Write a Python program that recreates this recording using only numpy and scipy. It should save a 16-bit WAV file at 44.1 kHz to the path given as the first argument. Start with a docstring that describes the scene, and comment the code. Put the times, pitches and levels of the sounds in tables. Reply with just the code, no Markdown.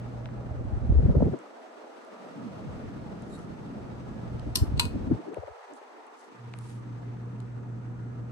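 """The rush of a ceiling fan close overhead, under open joists: its blades stir the air, its motor hums and
buzzes thinly, its draught buffets the microphone. The bass drops out for a while after the big gusts.
Faint handling knocks, ticks and rustles pass, and the bead chain jingles once. The light's pull-chain
switch snaps twice, on the pull and on the release, ringing its metal housing. Then the microphone backs
away: the air grows softer and the throbbing hum stands out."""
import sys
import numpy as np
from scipy import signal
from scipy.fft import rfft, irfft, next_fast_len
from scipy.io import wavfile

SR = 44100
rng = np.random.default_rng(int(sys.argv[2]) if len(sys.argv) > 2 else 0)


def materialize(psi):
    """Save the field psi as 16-bit PCM at rate SR to the path in sys.argv[1].

    A 1-D psi becomes a single channel; in a 2-D psi each row is a channel.
    """
    bounded = np.clip(np.atleast_2d(psi).T, -1, 1)
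    quanta = np.round(bounded * 32767).astype(np.int16)
    wavfile.write(sys.argv[1], SR, quanta)


N = 366471
TIME = np.arange(N) / SR
MAINS_HZ = 60

# Air off the blades along the microphone's path. Each row: time in seconds, rush in dB, hollow ring in dB.
BLADE_AIR = [(0.0, -49, -50.5), (0.62, -51, -47.5), (1.1, -48.5, -48), (1.45, -49, -50.5), (2.55, -48, -49),
             (3.8, -49, -52), (5.0, -48, -52), (5.3, -49.5, -46.5), (5.7, -49.5, -52.5),
             (6.05, -50.5, -51.5), (6.7, -51, -72), (7.0, -51.5, -59), (7.55, -53.5, -61.5),
             (8.31, -53, -57.5)]
# How alike left and right are in this room. Each row: frequency in Hz, correlation.
ROOM_LIKENESS = [(60, 0.9), (130, 0.35), (280, 0.28), (600, 0.25), (1300, 0.025), (3000, 0.01),
                 (12000, 0.13)]
# The bass drops out after gusts.
# Each row: start, end and return time in seconds, lower edge in Hz, loss of breeze in dB.
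BASS_DROPS = [(1.318, 2.02, 0.77, 244, 16), (5.15, 5.287, 0.39, 170, 20), (5.364, 5.645, 0.29, 413, 19.5),
              (5.5, 6.255, 0.28, 262, 21)]


def from_db(db):
    """Decibels to gain."""
    return 10 ** (np.asarray(db) / 20)


def rms_one(x):
    """Scale to an rms of 1."""
    return x / np.sqrt(np.mean(x ** 2) + 1e-20)


def in_time(rows):
    """Each column of a curve at every sample."""
    s, *columns = np.transpose(rows)
    return [np.interp(TIME, s, column) for column in columns]


def at_hz(points, hz):
    """Read a table on a log-frequency axis."""
    known_hz, values = np.transpose(points)
    return np.interp(np.log(hz + 1), np.log(known_hz), values)


def panned(pan_db):
    """Left and right gains, with the left louder by pan_db."""
    return from_db(np.array([[.5], [-.5]]) * pan_db)


def drift(rate_hz):
    """A random wander with an rms of about 1, mostly slower than rate_hz."""
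    size = 8192
    hz = np.fft.rfftfreq(size, N / SR / size)
    slow = rms_one(irfft(rfft(rng.standard_normal(size)) / (1 + (hz / rate_hz) ** 2) ** 2))
    return np.interp(np.linspace(0, size, N), np.arange(size), slow)


def noise(spectrum, likeness, size=N, peaks=(), rolloff_db=30):
    """Stereo noise of a given colour, resonances and left-right likeness; rms 1."""
    padded = next_fast_len(size, True)
    hz = np.fft.rfftfreq(padded, 1 / SR)
    octaves_over = np.log2(np.maximum(hz / spectrum[-1][0], 1))   # above the colour's last point
    bumps_db = sum(db * np.exp(-.5 * ((hz - centre) / width) ** 2) for centre, width, db in peaks)
    colour = from_db(at_hz(spectrum, hz) + bumps_db - rolloff_db * octaves_over)
    mid, side = rfft(rng.standard_normal((2, padded))) * colour
    alike = np.clip(at_hz(likeness, hz), -1, 1)
    ports = np.sqrt(1 + alike) * mid + np.sqrt(1 - alike) * side * [[1], [-1]]
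    return rms_one(irfft(ports, padded)[:, :size])


def band_noise(low_hz, high_hz, size, order=2):
    """Stereo noise between two edges; rms 1."""
    band = signal.butter(order, [low_hz, min(high_hz, SR / 2 - 1)], "band", fs=SR, output="sos")
    return rms_one(signal.sosfilt(band, rng.standard_normal((2, size))))


def low_pass(x, top_hz, order=10):
    """Cut everything above an edge."""
    return signal.sosfilt(signal.butter(order, min(top_hz, SR / 2 - 1000), fs=SR, output="sos"), x + 1e-18)


def add(track, s, sound):
    """Mix a sound in from time s."""
    start = max(round(s * SR), 0)
    track[:, start:start + sound.shape[-1]] += sound[:, :N - start]


def blades(swish_db=1.0, hiss_db=-66.5, hiss_follows=1.6, hollow_hz=650):
    """Turbulence off the blades overhead: a whirring rush, a hollow ring and a thin hiss at the edges."""
    # Colours of the rush, the hiss and the air close under the motor bowl (when centred on hollow_hz).
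    # Each row: frequency in Hz, relative level in dB.
    rush_colour = [(50, -14.5), (100, 9.5), (240, 0.5), (460, -1.5), (620, -7.5), (800, -5), (950, -1.5),
                   (1400, -10.5), (1750, -10.5), (2100, -14), (2700, -18.5), (5000, -52.5)]
    hiss_colour = [(1000, -10), (2200, -3.5), (2800, 3.5), (3750, 1), (4350, -0.5), (5400, -2.5),
                   (6400, -6), (7150, -8.5), (7900, -7.5), (9500, -12.5), (11200, -12.5), (12200, -23.5),
                   (13000, -34.5), (14000, -54)]
    hollow_colour = [(300, -14.5), (520, -4.5), (650, -2), (730, -6), (830, -6), (950, -18.5),
                     (1400, -19.5)]
    # Peaks and dips that housing and joists give the rush. Each row: centre and width in Hz, gain in dB.
    resonances = [(441.4, 23, 4), (554, 14, -2.5), (1086, 40, -3.5), (1259, 140, 4.5)]
    # The ring shifts as the microphone moves round the bowl. Each row: time in seconds, centre in Hz.
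    hollow_pitch = [(0, 641.8), (2.2, 651.4), (4.5, 678.3), (5.3, 688.4), (5.75, 821), (6.2, 902.4),
                    (7.0, 743.8), (8.31, 717)]
    rush_db, hollow_db = in_time(BLADE_AIR)
    rush = from_db(rush_db) * noise(rush_colour, ROOM_LIKENESS, peaks=resonances)
    position = np.cumsum(in_time(hollow_pitch)[0] / hollow_hz)   # reading faster raises the ring
    still = noise(hollow_colour, ROOM_LIKENESS, size=int(position[-1]) + 2)
    shifting = np.array([np.interp(position, np.arange(len(port)), port) for port in still])
    hollow = from_db(hollow_db) * shifting
    hiss_gain = from_db(hiss_db + hiss_follows * (rush_db - rush_db.mean()))
    hiss = hiss_gain * noise(hiss_colour, ROOM_LIKENESS)
    return from_db(swish_db * drift(45)) * (patchy(rush + hollow) + hiss)


def patchy(x, depth_db=1.5, rate_hz=22):
    """Turbulence comes in patches: each band swells and sinks on its own."""
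    padded = next_fast_len(N, True)
    octave = np.log2(np.maximum(np.fft.rfftfreq(padded, 1 / SR), 1))
    centres = np.log2([300, 480, 750, 1150, 1700, 2600])
    spectrum, out = rfft(x, padded), 0
    for share in np.eye(len(centres)):
        band = irfft(spectrum * np.interp(octave, centres, share), padded)[:, :N]
        out = out + from_db(depth_db * drift(rate_hz)) * band
    return out


def motor(waver_rad=.04, beat_hz=6.23, first_dip_s=.11, rotor_db=-13):
    """The windings hum at twice the mains; a weaker rotor tone just below makes the hum throb."""
    # The microphone moves through the room's standing waves. Each row: time in seconds, hum in dB.
    hum_level = [(0.0, -38), (0.8, -41), (2.5, -57), (3.8, -54.5), (4.3, -40), (5.4, -57.5), (6.45, -42),
                 (6.95, -37.5), (8.31, -37)]
    # Each row: multiple of the hum's pitch, relative level in dB.
    partials = [(0.5, -22.5), (1, -1), (2, -20), (4, -32)]
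    hum_db, = in_time(hum_level)
    since_dip = TIME - first_dip_s
    phase = 2 * np.pi * 2 * MAINS_HZ * since_dip + waver_rad * drift(2.1)
    hum = sum(from_db(db) * np.sin(k * phase) for k, db in partials)
    rotor = from_db(rotor_db) * np.sin(phase - 2 * np.pi * beat_hz * since_dip)
    return np.sqrt(2) * from_db(hum_db) * (hum - rotor) * panned(-0.42)


def buzz(waver_db=4.5, waver_rad=0.47):
    """The motor's laminations buzz in thin lines locked to the mains, each wavering at either port."""
    # Each row: frequency in Hz, level in dB.
    lines = [(480, -71), (1080, -81), (1200, -80), (1320, -74.5), (1380, -77), (1440, -76), (1680, -77),
             (1860, -83.5), (2040, -81.5)]
    out = np.zeros((2, N))
    for port in out:
        for hz, db in lines:
            gain = from_db(db + waver_db * drift(1.9))
            phase = 2 * np.pi * MAINS_HZ * round(hz / MAINS_HZ) * TIME + rng.uniform(0, 2 * np.pi)
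            port += gain * np.sin(phase + waver_rad * drift(4))
    return np.sqrt(2) * out


def buzz_comb(low_hz=1481, high_hz=2520, line_db=-85, waver_db=2):
    """The laminations chatter once a mains cycle: a comb of weak lines that fades with distance."""
    rush_db, _ = in_time(BLADE_AIR)
    cycle = TIME[:round(SR / MAINS_HZ)]
    multiples = range(round(low_hz / MAINS_HZ), round(high_hz / MAINS_HZ) + 1)
    chatter = sum(np.sin(2 * np.pi * k * MAINS_HZ * cycle + rng.uniform(0, 2 * np.pi, (2, 1)))
                  for k in multiples)
    gain = from_db(line_db + rush_db - rush_db.mean() + waver_db * drift(3))
    return np.sqrt(2) * gain * chatter[:, np.arange(N) % len(cycle)]


def far_whirr(centre_hz=1340, width_hz=290, waver_db=1.0, sizzle_db=-79):
    """A narrow, wavering whirr and a faint, steady sizzle fill the room, clearer away from the fan."""
    # The whirr along the microphone's path. 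Each row: time in seconds, level in dB.
    whirr_level = [(0, -69.5), (4.4, -63), (5.8, -77), (6.6, -80), (6.95, -69), (8.31, -63)]
    # Each pair: frequency in Hz, relative level in dB.
    sizzle_colour = [(5000, -24), (5700, -1), (6700, 0.5), (7050, -16.5), (7600, -0.5), (8400, -6),
                     (8800, -15.5), (11300, -10.5), (12500, -27)]
    whirr_db, = in_time(whirr_level)
    gain = from_db(whirr_db + waver_db * drift(8))
    whirr = gain * band_noise(centre_hz - width_hz / 2, centre_hz + width_hz / 2, N)
    return whirr + from_db(sizzle_db) * noise(sizzle_colour, ROOM_LIKENESS)


def draught(lumpy_db=4, calm_db=-50, gusty_db=-34, flutter_low_hz=55, tearing_db=-6, tearing_hz=430):
    """Moving air rumbles and flutters on the microphone: even when gentle, in tearing lumps when strong."""
    # The breeze over time; its low rumble stays thin after the last bass drop, then returns.
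    # Each row: time in seconds, flutter in dB, rumble in dB.
    breeze = [(0.0, -43.5, -50.5), (2.3, -39.5, -52), (2.6, -39, -44), (3.3, -42, -55), (4.0, -40, -51),
              (4.5, -39.5, -49), (6.5, -51, -84.5), (6.85, -45, -68), (8.31, -45, -53.5)]
    # Each row: times in seconds of full rumble, full flutter and the gust's end, rumble in dB,
    # flutter in dB, build of the flutter in dB per second.
    gusts = [(0.95, 1.06, 1.264, -28, -32, 57), (4.616, 4.75, 4.795, -32.5, -44, 20),
             (5.08, 5.1, 5.1, -35.5, -36.5, 39.5)]
    # Each row: frequency in Hz, relative level in dB.
    rumble_colour = [(15, -23), (30, -8.5), (55, 8.5), (85, 5.5), (130, -2), (220, -25.5), (500, -63.5)]
    flutter_colour = [(70, -10), (140, 0), (230, 0.5), (330, -7), (500, -13), (800, -31), (1500, -58),
                      (3000, -69.5)]
    # How alike the draught is at the two ports. Each row: frequency in Hz, correlation.
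    likeness = [(60, 0.05), (130, 0.35), (280, 0.93), (600, -0.6)]
    lull_db = sum(loss_db * drop_depth(start_s, end_s, return_s)
                  for start_s, end_s, return_s, _, loss_db in BASS_DROPS)
    flutter, rumble = from_db(-lull_db) * from_db(in_time(breeze))
    for rumble_s, flutter_s, end_s, rumble_db, flutter_db, flutter_db_per_s in gusts:
        rumble = np.hypot(rumble, gust(rumble_s, end_s, rumble_db, build_db_per_s=28))
        flutter = np.hypot(flutter, gust(flutter_s, end_s, flutter_db, flutter_db_per_s))
    gustiness = np.clip((20 * np.log10(rumble) - calm_db) / (gusty_db - calm_db), .2, 1)
    lumps = from_db(lumpy_db * gustiness * drift(46))
    low_cut = signal.butter(3, flutter_low_hz, "high", fs=SR, output="sos")
    flapping = signal.sosfilt(low_cut, noise(flutter_colour, likeness))
    tearing_band = band_noise(tearing_hz / np.sqrt(2), tearing_hz * np.sqrt(2), N, order=3)
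    tearing = from_db(tearing_db) * flutter / flutter.max() * tearing_band
    wind = rumble * noise(rumble_colour, likeness) + flutter * (flapping + tearing)
    return lumps * wind * panned(0.6 * gustiness)


def gust(full_s, end_s, db, build_db_per_s, collapse_db_per_s=95):
    """Gain of a gust that builds steadily, holds and collapses fast."""
    building_db = build_db_per_s * np.maximum(full_s - TIME, 0)
    collapsing_db = collapse_db_per_s * np.maximum(TIME - end_s, 0)
    return from_db(db - building_db - collapsing_db)


def knocks(start_hz=3150, end_hz=520, fall_s=0.00181, chirp_t60=0.028, crack_db=10, crack_t60=0.0026):
    """Knocks on the microphone's case: a crack, and a chirp that falls as slower bending waves arrive."""
    # Each row: start in seconds, relative level in dB, top edge in Hz.
    bumps = [(0.2575, -33.5, 6500), (0.288, -32, 1500), (6.5382, -30.5, 9650)]
    out, t = np.zeros((2, N)), TIME[:SR // 10]
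    hz = end_hz + (start_hz - end_hz) * np.exp(-t / fall_s)
    chirp = np.sin(2 * np.pi * np.cumsum(hz) / SR) * from_db(-60 * t / chirp_t60) / 2
    for s, db, top_hz in bumps:
        crack = from_db(crack_db - 60 * t / crack_t60) * band_noise(1800, 3700, len(t)) / 2
        add(out, s, from_db(db) * low_pass(crack + chirp, top_hz, order=4))
    return out


def eddies(slowing=0.22, mismatch_rad=0.77, churn_db=-4, churn_span=1.263, shared=0.3, breakup_hz=300):
    """Each eddy thuds on the microphone and slows as it passes; small, fast ones break up into churn."""
    # Each row: time of the peak in seconds, level in dB, pitch in Hz, half length in cycles,
    # left over right in dB.
    strongest = [(0.737, -25, 69.3, 1, 11), (0.906, -22.5, 138.3, 1.6, 3), (0.98, -12, 64.1, 1.26, 2.5),
                 (1.043, -20.5, 150.4, 1.6, 1), (1.058, -10, 81, 0.35, 4), (1.065, -21, 330, 0.86, 5),
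                 (1.094, -16, 162.4, 1.35, 4), (1.111, -19, 170.6, 0.87, 3), (1.154, -20.5, 410, 1.5, 3),
                 (1.169, -11.5, 141.4, 0.6, 7), (1.208, -24, 548, 1.3, 0), (1.218, -15.5, 152.2, 0.58, -1),
                 (1.2245, -15.5, 490, 0.8, 2), (1.229, -9.5, 226.8, 0.53, 1), (1.255, -25, 218.7, 0.85, 3),
                 (1.283, -24.5, 380, 1.54, 10), (1.294, -27.5, 171.3, 3.8, -1), (1.339, -28, 612, 1.9, 4),
                 (1.342, -26.5, 340, 2.2, 5.5), (1.778, -44, 340, 1.7, 1), (1.845, -41, 400, 2.7, -1),
                 (2.268, -43, 290, 2, 2), (2.39, -36.5, 239, 4.1, 0), (2.469, -34, 223, 6.5, -2),
                 (2.689, -33, 119.6, 2, 1), (2.891, -37, 107.4, 0.83, 0), (2.969, -35, 257, 1.5, 5),
                 (4.627, -11, 83.1, 0.3, 3), (4.633, -28.5, 299, 2.2, -1), (4.744, -17, 122, 0.37, 3),
                 (4.96, -29, 261.4, 4.2, 3), (5.081, -26.5, 230.5, 1.8, 1), (5.119, -14.5, 288, 1.3, 5),
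                 (5.13, -22, 140.1, 1.3, 0), (5.197, -33, 330.6, 2.3, 0), (5.285, -31.5, 350, 4, 2),
                 (5.326, -34, 380, 3.5, 8), (5.372, -25, 510, 0.94, 10), (5.384, -33, 480, 1.2, 5),
                 (5.395, -37, 95.3, 0.85, 5), (5.433, -33.5, 578, 3.5, 4), (5.45, -49, 95.5, 0.76, -3),
                 (5.485, -34.5, 500, 2.4, 8), (5.514, -48, 78, 0.61, 0), (5.726, -44, 320, 4.9, 0),
                 (5.819, -47, 480, 3, 0)]
    out, t = np.zeros((2, N)), TIME[:SR // 4] - 1 / 8
    for s, db, hz, half_cycles, pan_db in strongest:
        half_s = half_cycles / hz
        swell = 1 / np.cosh(t / half_s)
        cycles = np.cumsum(hz * (1 - slowing * np.tanh(t / half_s))) / SR
        phase = 2 * np.pi * cycles + rng.uniform(0, 2 * np.pi)
        thud = np.sin(phase + mismatch_rad * np.array([[1], [-1]]))
        own = band_noise(hz / churn_span, hz * churn_span, len(t))
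        common = band_noise(hz / churn_span, hz * churn_span, len(t))[0]   # the same at both ports
        churn = from_db(churn_db) * (np.sqrt(1 - shared) * own + np.sqrt(shared) * common)
        broken = hz ** 2 / (hz ** 2 + breakup_hz ** 2)
        eddy = np.sqrt(1 - broken) * thud + np.sqrt(broken) * churn
        add(out, s + t[0], from_db(db) * panned(pan_db) * swell * eddy)
    return low_pass(out, top_hz=1400, order=3)


def drop_depth(start_s, end_s, return_s, onset_s=0.048):
    """Depth of a bass drop, 0-1: quick onset, hold, slower return."""
    return np.clip(np.minimum((TIME - start_s) / onset_s, 1 - (TIME - end_s) / return_s), 0, 1)


def thin_bass(x, order=11.3):
    """In each bass drop, everything under a rising lower edge falls away steeply."""
    hz, s, frames = signal.stft(x, SR, nperseg=1024, noverlap=768)
    edges = [edge_hz * drop_depth(start_s, end_s, return_s)
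             for start_s, end_s, return_s, edge_hz, _ in BASS_DROPS]
    edge_hz = np.interp(s, TIME, np.max(edges, axis=0))
    gain = 1 / np.sqrt(1 + (edge_hz / np.maximum(hz, 20)[:, None]) ** (2 * order))
    return signal.istft(frames * gain, SR, nperseg=1024, noverlap=768)[1][:, :N]


def handling(tick_t60=0.007, tick_span=1.53, rustle_top_hz=10000, grain_db=2.0):
    """Fingers shift on the microphone's case: tiny ticks and soft rubs."""
    # Each row: start in seconds, level in dB, lower edge in Hz.
    ticks = [(1.3893, -48, 5600), (2.049, -55, 7000), (3.222, -47, 6100), (4.3956, -42, 2970),
             (4.3956, -51, 6470), (5.3448, -40, 1940), (5.3432, -46, 7500), (5.736, -49, 5500),
             (6.0677, -55, 7000), (6.5876, -42.5, 7500), (6.5882, -41, 2090), (7.402, -45.5, 2800),
             (7.4036, -51, 6500)]
    # Each row: middle in seconds, level in dB, half length in seconds, lower edge in Hz.
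    rustles = [(3.359, -66, 0.059, 5000), (5.76, -68.5, 0.018, 6500), (6.212, -66.5, 0.04, 3990),
               (6.675, -66.5, 0.074, 7500), (6.69, -62, 0.061, 1386)]
    out, t = np.zeros((2, N)), TIME[:SR // 2]
    for s, db, low_hz in ticks:
        body = band_noise(low_hz, low_hz * tick_span, len(t))
        sheen = from_db(-27.0) * band_noise(low_hz, 13000, len(t))
        add(out, s, from_db(db - 60 * t / tick_t60) * (body + sheen))
    for s, db, half_s, low_hz in rustles:
        swell = np.exp(-.5 * ((t - t.mean()) / half_s) ** 2)
        grain = from_db(grain_db * drift(150)[:len(t)])
        add(out, s - t.mean(), from_db(db) * swell * grain * band_noise(low_hz, rustle_top_hz, len(t)))
    return low_pass(out, top_hz=11500)


def chain(peak_s=3.347, half_s=0.021, half_width_hz=75):
    """The chain's beads brush the housing once, and a few narrow resonances shimmer."""
    # Each row: centre in Hz, level in dB.
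    jingle = [(3833, -62), (4312, -67), (7327, -67), (7881, -65), (9800, -69), (9960, -61), (10850, -79)]
    out, t = np.zeros((2, N)), TIME[:SR // 2] - 1 / 4
    shimmer = sum(from_db(db) * band_noise(hz - half_width_hz, hz + half_width_hz, len(t))
                  for hz, db in jingle)
    add(out, peak_s + t[0], shimmer * np.exp(-.5 * (t / half_s) ** 2))
    return out


def switch(snap_t60=.019, ring_db=-1, grind_s=0.00023, uneven_db=2):
    """The sprung ratchet creeps, snaps over and bounces; each contact cracks and rings the housing."""
    # Each row: start in seconds, level in dB, stroke (0 pull, 1 release), top edge in Hz.
    contacts = [(4.5507, -39.5, 0, 12000), (4.5553, -12.5, 0, 16500), (4.5581, -16, 0, 12400),
                (4.5622, -32.5, 0, 12640), (4.57, -25.5, 0, 11900), (4.772, -47, 1, 9000),
                (4.777, -40, 1, 9500), (4.791, -38, 1, 9000), (4.7961, -11, 1, 13700),
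                (4.7993, -16, 1, 11900), (4.81, -28.5, 1, 11950), (4.8527, -33, 1, 13100)]
    # The snap on each stroke. Each row: frequency in Hz, relative level in dB.
    pull_colour = [(530, -31), (900, -11.5), (1110, -13), (1600, -14), (2150, -19.5), (2890, -2.5),
                   (3400, -8), (4300, 2.5), (4740, -1), (5450, 2.5), (6300, -5.5), (7000, -11.5),
                   (9400, 1.5), (10200, -10.5), (11600, -2.5), (12700, -18), (13500, -20.5), (14600, -31),
                   (15400, -25), (16500, -44.5)]
    release_colour = [(530, -36), (820, -25), (960, -10), (1150, -10), (1460, -11), (1950, -27),
                      (2470, -0.5), (3050, -4.5), (3700, -9), (4150, 0.5), (4700, -7), (5300, -13),
                      (6100, -16.5), (7000, -17.5), (7860, -7), (8700, -13), (10400, -16), (11800, -14),
                      (13400, -36.5), (14300, -58)]
    # Modes of the metal housing. 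Each row: frequency in Hz, seconds to fall 60 dB,
    # relative level in dB on the pull and on the release.
    modes = [(954, 0.17, -32.5, -20), (1038, 0.22, -27.5, -23), (1230, 0.17, -40.5, -31),
             (1427, 0.22, -36.5, -28), (1817, .15, -40, -36), (2078, .29, -50, -42.5),
             (2510, 0.27, -46, -27), (2450, .26, -45, -42.5), (2640, 0.33, -50.5, -39),
             (2670, 0.31, -48.5, -37), (2950, 0.244, -39, -48), (2940, .26, -46.5, -42),
             (3500, .15, -35, -37), (4280, 0.23, -38, -42), (4190, .24, -38.5, -32), (4570, 0.18, -32, -34),
             (4870, 0.2, -34.5, -43), (4900, .17, -30.5, -46.5), (5510, 0.22, -32.5, -44),
             (6401, 0.32, -42.5, -36), (7340, .2, -34, -45), (8400, .2, -40, -28), (8340, .16, -35, -39),
             (8700, .14, -40, -44), (9400, 0.11, -34.5, -40), (10600, .17, -37, -33),
             (11920, .12, -31, -38.5)]
    out, t = np.zeros((2, N)), TIME[:SR // 3]
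    for s, db, released, top_hz in contacts:
        colour = release_colour if released else pull_colour
        snap = noise(colour, ROOM_LIKENESS, size=len(t)) * from_db(-60 * t / snap_t60)
        phases = rng.uniform(0, 2 * np.pi, (len(modes), 2, 1))
        strengths = from_db(ring_db + rng.normal(0, uneven_db, len(modes)))
        ring = 0
        for (hz, t60, pull_db, release_db), phase, strength in zip(modes, phases, strengths):
            decay = from_db((release_db if released else pull_db) - 60 * t / t60)
            ring = ring + strength * decay * np.sin(2 * np.pi * hz * t + phase)
        bite = 1 - np.exp(-t / grind_s)   # the pawl slides home over a fraction of a millisecond
        add(out, s, from_db(db) * low_pass(bite * (snap + ring), top_hz, order=16))
    return out


def room(x, t60=0.23, first_echo_s=0.0049, top_hz=12400):
    """Joists and walls return a dense, short tail, different at each side and without the top treble."""
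    t = TIME[:SR // 2]
    tail = rng.standard_normal((2, len(t))) * from_db(-60 * t / t60) * (t > first_echo_s)
    tail = low_pass(rms_one(tail), top_hz, order=20)
    return signal.fftconvolve(x, tail / np.sqrt(len(t)), axes=1)[:, :N]


def at_ports(x, image):
    """Set a sound's width and balance at the microphone's two ports, frequency by frequency."""
    padded = next_fast_len(N, True)
    hz = np.fft.rfftfreq(padded, 1 / SR)
    known_hz, likeness, balance_db = np.transpose(image)
    alike = np.clip(np.interp(hz, known_hz, likeness), -1, 1)
    pan_db = np.interp(hz, known_hz, balance_db)
    left, right = rfft(x, padded)
    mid = np.sqrt(1 + alike) * (left + right) / 2
    side = np.sqrt(1 - alike) * (left - right) / 2
    return irfft((mid + side * [[1], [-1]]) * panned(pan_db), padded)[:, :N]


def scene(room_db=-12):
    """Fan, chain and switch reach the microphone through the air; handling comes through its case."""
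    # The stereo image of airborne sound is narrow in some treble bands and wide in others. The switch
    # sits off to one side, its mid treble louder on the left and out of step at the ports.
    # Each row: frequency in Hz, left-right likeness, left over right in dB.
    air_image = [(1800, -0.017, -0.5), (3000, -0.26, 1), (4160, 0.31, 2), (5250, -0.3, 4), (6310, 0.28, 2),
                 (7140, -0.13, 0.5), (7960, 0.23, -3.5), (9500, -0.044, 3), (10160, -1.1, -1),
                 (11330, -0.23, -1), (11800, 0.73, 3.5), (13000, -.2, -2.5)]
    switch_image = [(995, 0, -1), (2800, -0.8, 7.5), (4240, -0.47, 5), (5470, -0.26, 2), (7920, 0.52, -5.5),
                    (10200, -.5, 0.5), (11700, -0.052, 3)]
    clicks = switch()
    fan = thin_bass(blades() + motor() + draught()) + eddies() + buzz() + buzz_comb() + far_whirr()
    around = fan + chain() + from_db(room_db) * room(clicks)
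    return at_ports(around, air_image) + at_ports(clicks, switch_image) + handling() + knocks()


def record(dry, cutoff_hz=16800):
    """The highest treble is cut off steeply."""
    return signal.sosfilt(signal.ellip(10, .3, 80, cutoff_hz, fs=SR, output="sos"), dry)


dry = scene()
out = record(dry)
materialize(out)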